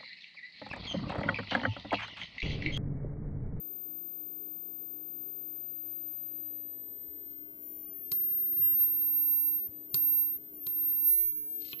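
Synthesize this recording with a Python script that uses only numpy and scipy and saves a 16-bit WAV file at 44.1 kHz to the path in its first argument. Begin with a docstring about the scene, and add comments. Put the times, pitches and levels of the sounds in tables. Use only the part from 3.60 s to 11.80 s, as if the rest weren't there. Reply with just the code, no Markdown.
"""Coil whine touched by a steel tip

A coil on a circuit board whines near the top of hearing. A steel screwdriver tip nears it, snaps onto it,
lifts off twice and scrapes away: steel on the core lowers the pitch and the shaft radiates the tone louder.
Strikes and scrapes drive decaying board, coil and shaft modes; knocks are low decaying sines.
Two close ports also receive mains and fan sines, a small room's echo and tail, and coloured noise."""
import sys
import numpy as np
from scipy import signal
from scipy.fft import rfft, irfft
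from scipy.io import wavfile

SR = 44100
rng = np.random.default_rng(int(sys.argv[2]) if len(sys.argv) > 2 else 0)


def master(y):
    """Save y as 16-bit WAV."""
    cut = np.clip(np.atleast_2d(y).T, -1, 1)
    pcm = np.round(cut * 32767)  # scale
    wavfile.write(sys.argv[1], SR, pcm.astype(np.int16))


N = 361619
T = np.arange(N) / SR  # time in seconds

# Random wobble of the tone. Each row: cutoff rate in Hz, pitch spread in Hz, level spread in dB.
WOBBLE = [(10, 2.2, .35), (45, 2.4, .5), (300, 5, .16)]
# Pitch while the tip first nears the coil. Each row: time in seconds, pitch in Hz.
APPROACH_PITCH = [(0, 13736), (1.097, 13743), (1.95, 13733), (2.35, 13723), (2.897, 13711), (3.277, 13670),
                  (3.65, 13657), (3.834, 13626), (4.074, 13564), (4.22, 13554), (4.265, 13507),
                  (4.31, 13512), (4.355, 13455), (4.405, 13466), (4.465, 13346), (4.5, 13344)]
# Hops of the tip off the coil. 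Each row: lift, turn back and landing in seconds, top pitch in Hz,
# pitch just before landing in Hz.
HOPS = [(6.068, 6.215, 6.346, 13690, 13385), (6.763, 6.83, 7.072, 13660, 13215)]
FIRST_TOUCH_S = 4.522  # contact is complete
HOP_RISE_S, HOP_FALL_POWER = 0.014, 2.06
LAND_S, LIFT_S = 0.0094, 0.008  # time for contact to close and to open
# The shaft just above the coil shades the left port and reflects to the right.
# The pair: left change in dB, right change in dB, both at full hop height.
HOP_SHADE_DB = [-3, 5]
# Radiation of the untouched coil to the ports at each pitch. Each row: pitch in Hz, left level in dB,
# right level in dB, phase by which left leads in turns.
BARE_COIL = [(13280, -37, -42, -1.12), (13350, -38, -45, -1.12), (13430, -39.5, -48, -1.07),
             (13500, -40.3, -56, -1.15), (13570, -40.8, -54, -1.22), (13597, -46, -52.5, -1.12),
             (13630, -41.5, -57, -.92), (13670, -40.3, -59, -.97), (13722, -36, -70, -.45),
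             (13746, -39, -64, -.35)]
# Radiation with the tip seated. Each row: pitch in Hz, left minus right in dB, left lead in turns.
SEATED_COIL = [(13186, 0.2, -1.15), (13200, -1.5, -1.17), (13214, -2.5, -1.17), (13226, -7, -1.3),
               (13240, -4.5, -1.24), (13280, -8, -1.45), (13310, -11, -1.55), (13342, -8, -1.61)]
# Spells of contact, one list for each. Each row: time in seconds, pitch in Hz, right level in dB.
CONTACT_SPELLS = [
    [(4.52, 13189, -30), (4.54, 13187, -29.1), (4.946, 13188, -30.4), (5.051, 13198, -22.3),
     (5.182, 13206, -26.1), (5.232, 13212, -20.7), (5.277, 13214, -28), (5.5, 13218, -26.3),
     (5.733, 13221, -24.1), (5.838, 13226, -25.6), (5.888, 13223, -24.5), (5.918, 13222, -28.7),
     (5.958, 13219, -27.4), (5.989, 13210, -32), (6.068, 13192, -35.5)],
    [(6.344, 13215, -27), (6.44, 13219, -23.9), (6.6, 13223, -22.8), (6.685, 13219, -30.1),
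     (6.763, 13208, -34)],
    [(7.072, 13214, -31.2), (7.327, 13213, -27.8), (7.427, 13226, -26.6), (7.482, 13245, -19.8),
     (7.507, 13260, -21.8), (7.532, 13273, -19), (7.562, 13282, -23.1), (7.602, 13292, -21.7),
     (7.627, 13303, -24.1)],
]
# The tip slides off the core. Each row: time in seconds, pitch in Hz, left level in dB,
# right level in dB, left lead in turns.
SLIDE_OFF = [(7.627, 13303, -35, -24.1, -1.54), (7.687, 13328, -30.6, -26.2, -1.61),
             (7.707, 13336, -37.5, -27.8, -1.61), (7.732, 13343, -34.8, -36, -1.58),
             (7.773, 13348, -39.6, -31.6, -1.53), (7.873, 13354, -39.7, -38.2, -1.42),
             (7.903, 13353, -35.7, -41.6, -1.38), (7.968, 13352, -34.2, -38.3, -1.3),
             (8.068, 13351, -39.4, -49.8, -1.09), (8.088, 13360, -41.5, -46.5, -1.01),
             (8.125, 13417, -46, -40, -.86), (8.199, 13409, -47.6, -38.4, -.76)]

# Tip strikes. 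Each row: start in seconds, blow strength in dB, left minus right in dB, colour centre in Hz,
# colour width in octaves, rattle decay in ms, weight behind the blow in dB relative to the blow.
STRIKES = [(4.5173, -37, 4.5, 5250, 1.38, 2.3, -20), (6.3434, -31, 5, 5930, 2.15, 2.3, -22.5),
           (7.0673, -45.5, 5.5, 4300, 1.5, 1.2, -16.5), (7.46, -73, -9, 3480, 1.4, 1.5, -34),
           (7.7212, -64.5, 4.5, 4430, 3.9, 2.4, -13), (8.0195, -58.5, 3, 4070, 2, 5, -43),
           (8.13, -39, 4, 2780, 0.4, 1.8, -21.5), (8.1914, -62, 12, 3170, 1.5, 1.8, -32)]
CRACK_DB, CRACK_TO_WALLS_DB = -2, 21
# Strokes of the tip across the coil. Each row: loudest moment in seconds, level in dB,
# left minus right in dB, rise in seconds, fall in seconds.
SCRAPES = [(3.73, -79.5, 3, 0.19, 0.051), (5.51, -72.5, 1, .03, 0.12), (7.6, -72.5, 2, .08, 0.18),
           (7.74, -78, -3, .07, 0.041), (8.012, -65, 7, 0.019, 0.026), (8.052, -55.5, 4.5, 0.011, 0.046),
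           (8.132, -52, 7.5, 0.083, 0.0067), (8.135, -73, 11, .003, 0.031)]
SCRAPE_EDGE_DB = -15  # change over one rise or one fall
# Modes of board, coil and shaft. Each row: frequency in Hz, relative level in dB,
# undamped 60 dB decay time in seconds, left minus right in dB.
BOARD_MODES = [(398, -7, 0.045, -1), (658, -22.5, 0.11, 7.5), (1108, -7, 0.048, 2), (1404, -7.5, 0.076, -1),
               (2150, -5, 0.02, 6.5), (2503, -10.5, 0.031, 9.5), (3280, -6, 0.0094, 17),
               (3466, -2, 0.0097, 8.5), (4100, -4.5, 0.008, 25.5), (4515, -5, 0.016, 16),
               (5100, -1, 0.01, 4.5), (5850, -8, 0.015, -2.5), (7170, -5, 0.0085, 11),
               (8670, -5.5, 0.0058, 19), (8580, 4.5, 0.018, -9), (9910, -1, 0.014, -10.5),
               (12020, 5, 0.011, 8.5), (14600, -7, 0.012, -21)]
PORT_LAG_S = 0.0003
# Board knocks on the desk. Each row: time in seconds (5.2 ms before the onset), level in dB,
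# left minus right in dB, pitch in Hz.
KNOCKS = [(3.481, -59, 27, 76.4), (4.51, -41.5, 5.0, 129), (4.989, -40.5, 6, 132), (5.342, -55, 8, 143),
          (6.083, -43.5, 2, 105), (6.335, -33, 6, 137.5), (6.756, -54, 2, 78.5), (7.06, -45, 5, 128),
          (7.644, -51.5, 5, 122), (8.128, -47, 5, 147)]
KNOCK_DELAY_S, KNOCK_T60_S = 0.0052, 0.07

ROOM_T60_S, ROOM_DB = 0.28, -8.5
WALL_ECHO_S, WALL_ECHO_DB = 0.011, -20
WALLS_TOP_HZ = 9000  # the walls swallow the treble above this
RINGING_TO_WALLS_DB, RUBBING_TO_WALLS_DB = -18, -6.5

MAINS_HZ = 59.98
# Mains harmonics. Each row: multiple of the mains frequency, rms level in dB before panning.
MAINS_HARMONICS = [(2, -87), (3, -77.5), (4, -74), (5, -74), (6, -87)]
FAN_HZ, FAN_DB, FAN_WAVER_DB = 303.66, -61.5, 1.2
# Narrow hums of the fan housing. Each row: centre in Hz, width in Hz, rms level in dB before panning.
HOUSING_HUMS = [(411.4, 5.1, -70), (306, 7.1, -71), (1382, 1.1, -94)]
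# Spectrum of room tone and microphone hiss. Each row: frequency in Hz, relative density in dB per Hz,
# likeness of the ports from 0 to 1, left minus right in dB.
AIR_SPECTRUM = [(20.2, -20, 0, -4.5), (59, -12.5, .6, 3), (139, -9.5, 0.6, 1.5), (166, -9, 0.7, 3),
                (270, -9, 1, 1), (297, -19, 1, 26.5), (340, -2, 0.78, 2), (419, -4.5, 0.18, 1.5),
                (557, -15, 0.48, 6.5), (930, -20, 0, -3.5), (914, -27, 0, 0.5), (2570, -31, 0.03, 4),
                (5830, -35.5, 0, 3), (9800, -36.5, 0, -4), (11150, -37.5, 0.14, 4), (15400, -64, 0, 5)]
AIR_DB = -62.5  # overall rms
TOP_HZ = 16200


def whine():
    """Frequency modulation of a sine: phase integrates pitch; short waves reach each port differently."""
    seated_hz, press_db = read(T, sum(CONTACT_SPELLS, []))
    air_hz, height, touch = tip(seated_hz)
    left_db, right_db, lead = read(air_hz, BARE_COIL)
    left_shade_db, right_shade_db = HOP_SHADE_DB
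    bare = np.array([air_hz, left_db + left_shade_db * height, right_db + right_shade_db * height, lead])
    pan_db, lead = read(seated_hz, SEATED_COIL)
    seated = np.array([seated_hz, press_db + pan_db, press_db, lead])
    # contact blends the two states until the slide takes over
    touched = bare + touch * (seated - bare)
    slide_start_s = SLIDE_OFF[0][0]
    hz, left_db, right_db, lead = np.where(T < slide_start_s, touched, read(T, SLIDE_OFF))
    hz = hz + sum(spread_hz * walk(rate) for rate, spread_hz, _ in WOBBLE)
    flutter_db = sum(spread_db * walk(rate) for rate, _, spread_db in WOBBLE)
    turns = np.cumsum(hz) / SR + np.array([lead, 0 * lead])
    amplitude = np.sqrt(2) * undb(np.array([left_db, right_db]) + flutter_db)
    return amplitude * np.sin(2 * np.pi * turns)


def tip(seated_hz):
    """Loading of the coil by nearby steel: pitch in the air, height on a hop (0-1) and contact (0-1)."""
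    hz, height = read(T, APPROACH_PITCH)[0], np.zeros(N)
    touch = np.clip((T - FIRST_TOUCH_S) / LAND_S + 1, 0, 1)
    for lift, turn, land, top_hz, last_hz in HOPS:
        up = 1 - np.exp(-np.maximum(T - lift, 0) / HOP_RISE_S)
        down = np.clip((T - turn) / (land - turn), 0, 1) ** HOP_FALL_POWER
        hop_hz = seated_hz + up * (top_hz - seated_hz) - down * (top_hz - last_hz)
        hz = np.where(T > lift, hop_hz, hz)
        height += up * (1 - down)
        touch -= np.interp(T, [lift, lift + LIFT_S, land - LAND_S, land], [0, 1, 1, 0])
    return hz, height, touch


def strikes():
    """Impact excitation: a sharp push and a chatter of rebounds, coloured by the blow, drive the modes."""
    force = np.zeros((2, N))
    ms = np.arange(int(0.03 * SR)) * 1000 / SR
    chatters = rng.standard_normal((len(STRIKES), len(ms)))
    for (start, db, pan, hz, octaves, rattle_ms, weight_db), chatter in zip(STRIKES, chatters):
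        chatter[0] = 6.5  # the sharp first push
        low_hz = hz / 2 ** (octaves / 2)
        high_hz = min(hz * 2 ** (octaves / 2), 0.45 * SR)
        tick = chatter * np.exp(-ms / rattle_ms)
        tick = band(band(tick, low_hz, high_hz), low_hz, high_hz)
        tick = tick / np.linalg.norm(tick)
        # the hand's weight follows a moment later and bends the low modes
        weight = np.exp(-((ms - 1.6) / 0.15) ** 2) * undb(weight_db)
        blow = (ports(tick, pan) + weight) * undb(db)
        i = int(start * SR)
        force[:, i:i + len(ms)] += blow[:, :N - i]
    # the bare crack of the contact is heard beside the ringing
    crack = undb(CRACK_DB) * band(force, 1500, 12000)
    return board(force, damping=1), crack


def scrapes():
    """Friction excitation: dense uneven slips, too light to move low modes, drive modes damped by the tip."""
    happens = rng.random(N) < 6000 / SR  # about 6000 slips per second
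    slips = happens * undb(1.4 * rng.standard_normal(N)) * rng.choice([-1, 1], N)
    for top_hz in (12000, 9000, 6000):
        slips = band(slips, 2300, top_hz)
    slips = slips * undb(2.8 * walk(51))
    rasp = level(board(np.array([slips, slips]), damping=3), 0)
    # each stroke swells to its loudest moment and dies away, by the same dB over its rise and its fall
    gain = 0
    for loudest, db, pan, rise, fall in SCRAPES:
        distance = np.maximum((loudest - T) / rise, (T - loudest) / fall)
        gain = gain + ports(undb(db + SCRAPE_EDGE_DB * distance), pan)
    return gain * rasp


def board(force, damping):
    """Modal superposition: neighbours have opposite sign, each its own balance; the right port lags."""
    total = np.zeros((2, N))
    for k, (hz, db, t60, pan) in enumerate(BOARD_MODES):
        mode_gain = undb(np.array([[pan / 2], [-pan / 2]]) + db)
        total += (-1) ** k * ring(force * mode_gain, hz, t60 / damping)
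    left, right = total
    lag = int(PORT_LAG_S * SR)
    return np.array([left, np.r_[np.zeros(lag), right[:-lag]]])


def knocks():
    """Damped free vibration: each softly starting, decaying sine is the board's low bending on the desk."""
    out = np.zeros((2, N))
    t = np.arange(int(0.2 * SR)) / SR
    envelope = (1 - np.exp(-t / 0.0015)) ** 2 * 1000 ** (-t / KNOCK_T60_S)
    for s, db, pan, hz in KNOCKS:
        swing = np.sin(2 * np.pi * hz * t) * envelope
        i = int((s + KNOCK_DELAY_S) * SR)
        out[:, i:i + len(t)] += ports(swing * undb(db), pan)[:, :N - i]
    return out


def room(x):
    """Reverberation by convolution: one near wall and a diffuse tail unrelated at the two ports."""
    t = np.arange(int(0.4 * SR)) / SR
    tail = rng.standard_normal((2, len(t))) * 1000 ** (-t / ROOM_T60_S) * (t > 0.004)
    tail = undb(ROOM_DB) * tail / np.sqrt(np.sum(tail ** 2, axis=1, keepdims=True))
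    tail[:, int(WALL_ECHO_S * SR)] += undb(WALL_ECHO_DB)
    mixed = x + 0.5 * x[::-1]  # each side also takes half of the other
    dull = signal.sosfilt(signal.butter(2, WALLS_TOP_HZ, fs=SR, output="sos"), mixed)
    return signal.fftconvolve(dull, tail, axes=1)[:, :N]


def hum():
    """Beating of near frequencies: mains harmonics against the fan's blade tone, with narrow housing hums."""
    mains = sum(undb(db) * np.sin(2 * np.pi * (k * MAINS_HZ * T + rng.random()))
                for k, db in MAINS_HARMONICS)
    fan = undb(FAN_DB + FAN_WAVER_DB * walk(2.96)) * np.sin(2 * np.pi * FAN_HZ * T)
    housing = 0
    for hz, width_hz, db in HOUSING_HUMS:
        t60 = np.log(1000) / (np.pi * width_hz)  # a narrower resonance decays more slowly
        housing = housing + level(ring(rng.standard_normal(N), hz, t60), db)
    return ports(np.sqrt(2) * (mains + fan) + housing, 0.96)


def air():
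    """Partial coherence: sum and difference of two noises set how alike the ports are at each frequency."""
    hz, db, like, pan = np.transpose(AIR_SPECTRUM)
    log_f = np.log(np.maximum(np.arange(N // 2 + 1) * SR / N, 1))
    db, like, pan = (np.interp(log_f, np.log(hz), column) for column in (db, np.clip(like, 0, 1), pan))
    mid, side = rfft(rng.standard_normal((2, N))) * undb(db)
    pair = np.sqrt(1 + like) * mid + np.sqrt(1 - like) * side * np.array([[1], [-1]])
    balance = undb(np.array([pan, -pan]) / 2)
    return level(irfft(pair * balance, N), AIR_DB)


def ring(x, hz, t60):
    """Two-pole resonance: one mode whose pole radius sets its 60 dB decay time."""
    p = np.exp(2j * np.pi * hz / SR - np.log(1000) / (t60 * SR))
    return signal.lfilter([0, p.imag], [1, -2 * p.real, abs(p) ** 2], x)


def band(x, low_hz, high_hz):
    """Band-pass filtering with gentle first-order slopes."""
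    return signal.sosfilt(signal.butter(1, [low_hz, high_hz], "band", fs=SR, output="sos"), x)


def walk(rate):
    """Low-passed noise: a smooth random drift of rms 1, with its cutoff in Hz."""
    return level(signal.sosfilt(signal.butter(4, rate, fs=SR, output="sos"), rng.standard_normal(N)), 0)


def ports(x, pan_db):
    """Level difference between ears: one sound shared between left and right."""
    return x * undb(np.array([pan_db / 2 + 0 * x, -pan_db / 2 + 0 * x]))


def level(x, db):
    """Root-mean-square scaling to a level in dB."""
    return x * undb(db) / np.sqrt(np.mean(x ** 2))


def undb(db):
    """Logarithmic level law: decibels to amplitude gain."""
    return 10 ** (np.asarray(db) / 20)


def read(x, rows):
    """Linear interpolation of every later column of a table at x along its first."""
    first, *columns = np.transpose(rows)
    return np.array([np.interp(x, first, column) for column in columns])


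def scene():
    """Superposition of direct sound, room and background at the two ports."""
    ringing, crack = strikes()
    rubbing = scrapes() + knocks()
    # the crack spreads in all directions, the ringing is strongest close by
    to_walls = undb(RINGING_TO_WALLS_DB) * ringing + undb(CRACK_TO_WALLS_DB) * crack
    to_walls = to_walls + undb(RUBBING_TO_WALLS_DB) * rubbing
    return whine() + ringing + crack + rubbing + room(to_walls) + hum() + air()


def record(dry):
    """Band limiting: a steep elliptic low-pass cuts the top."""
    return signal.sosfilt(signal.ellip(10, 0.2, 80, TOP_HZ, fs=SR, output="sos"), dry)


dry = scene()
out = record(dry)
master(out)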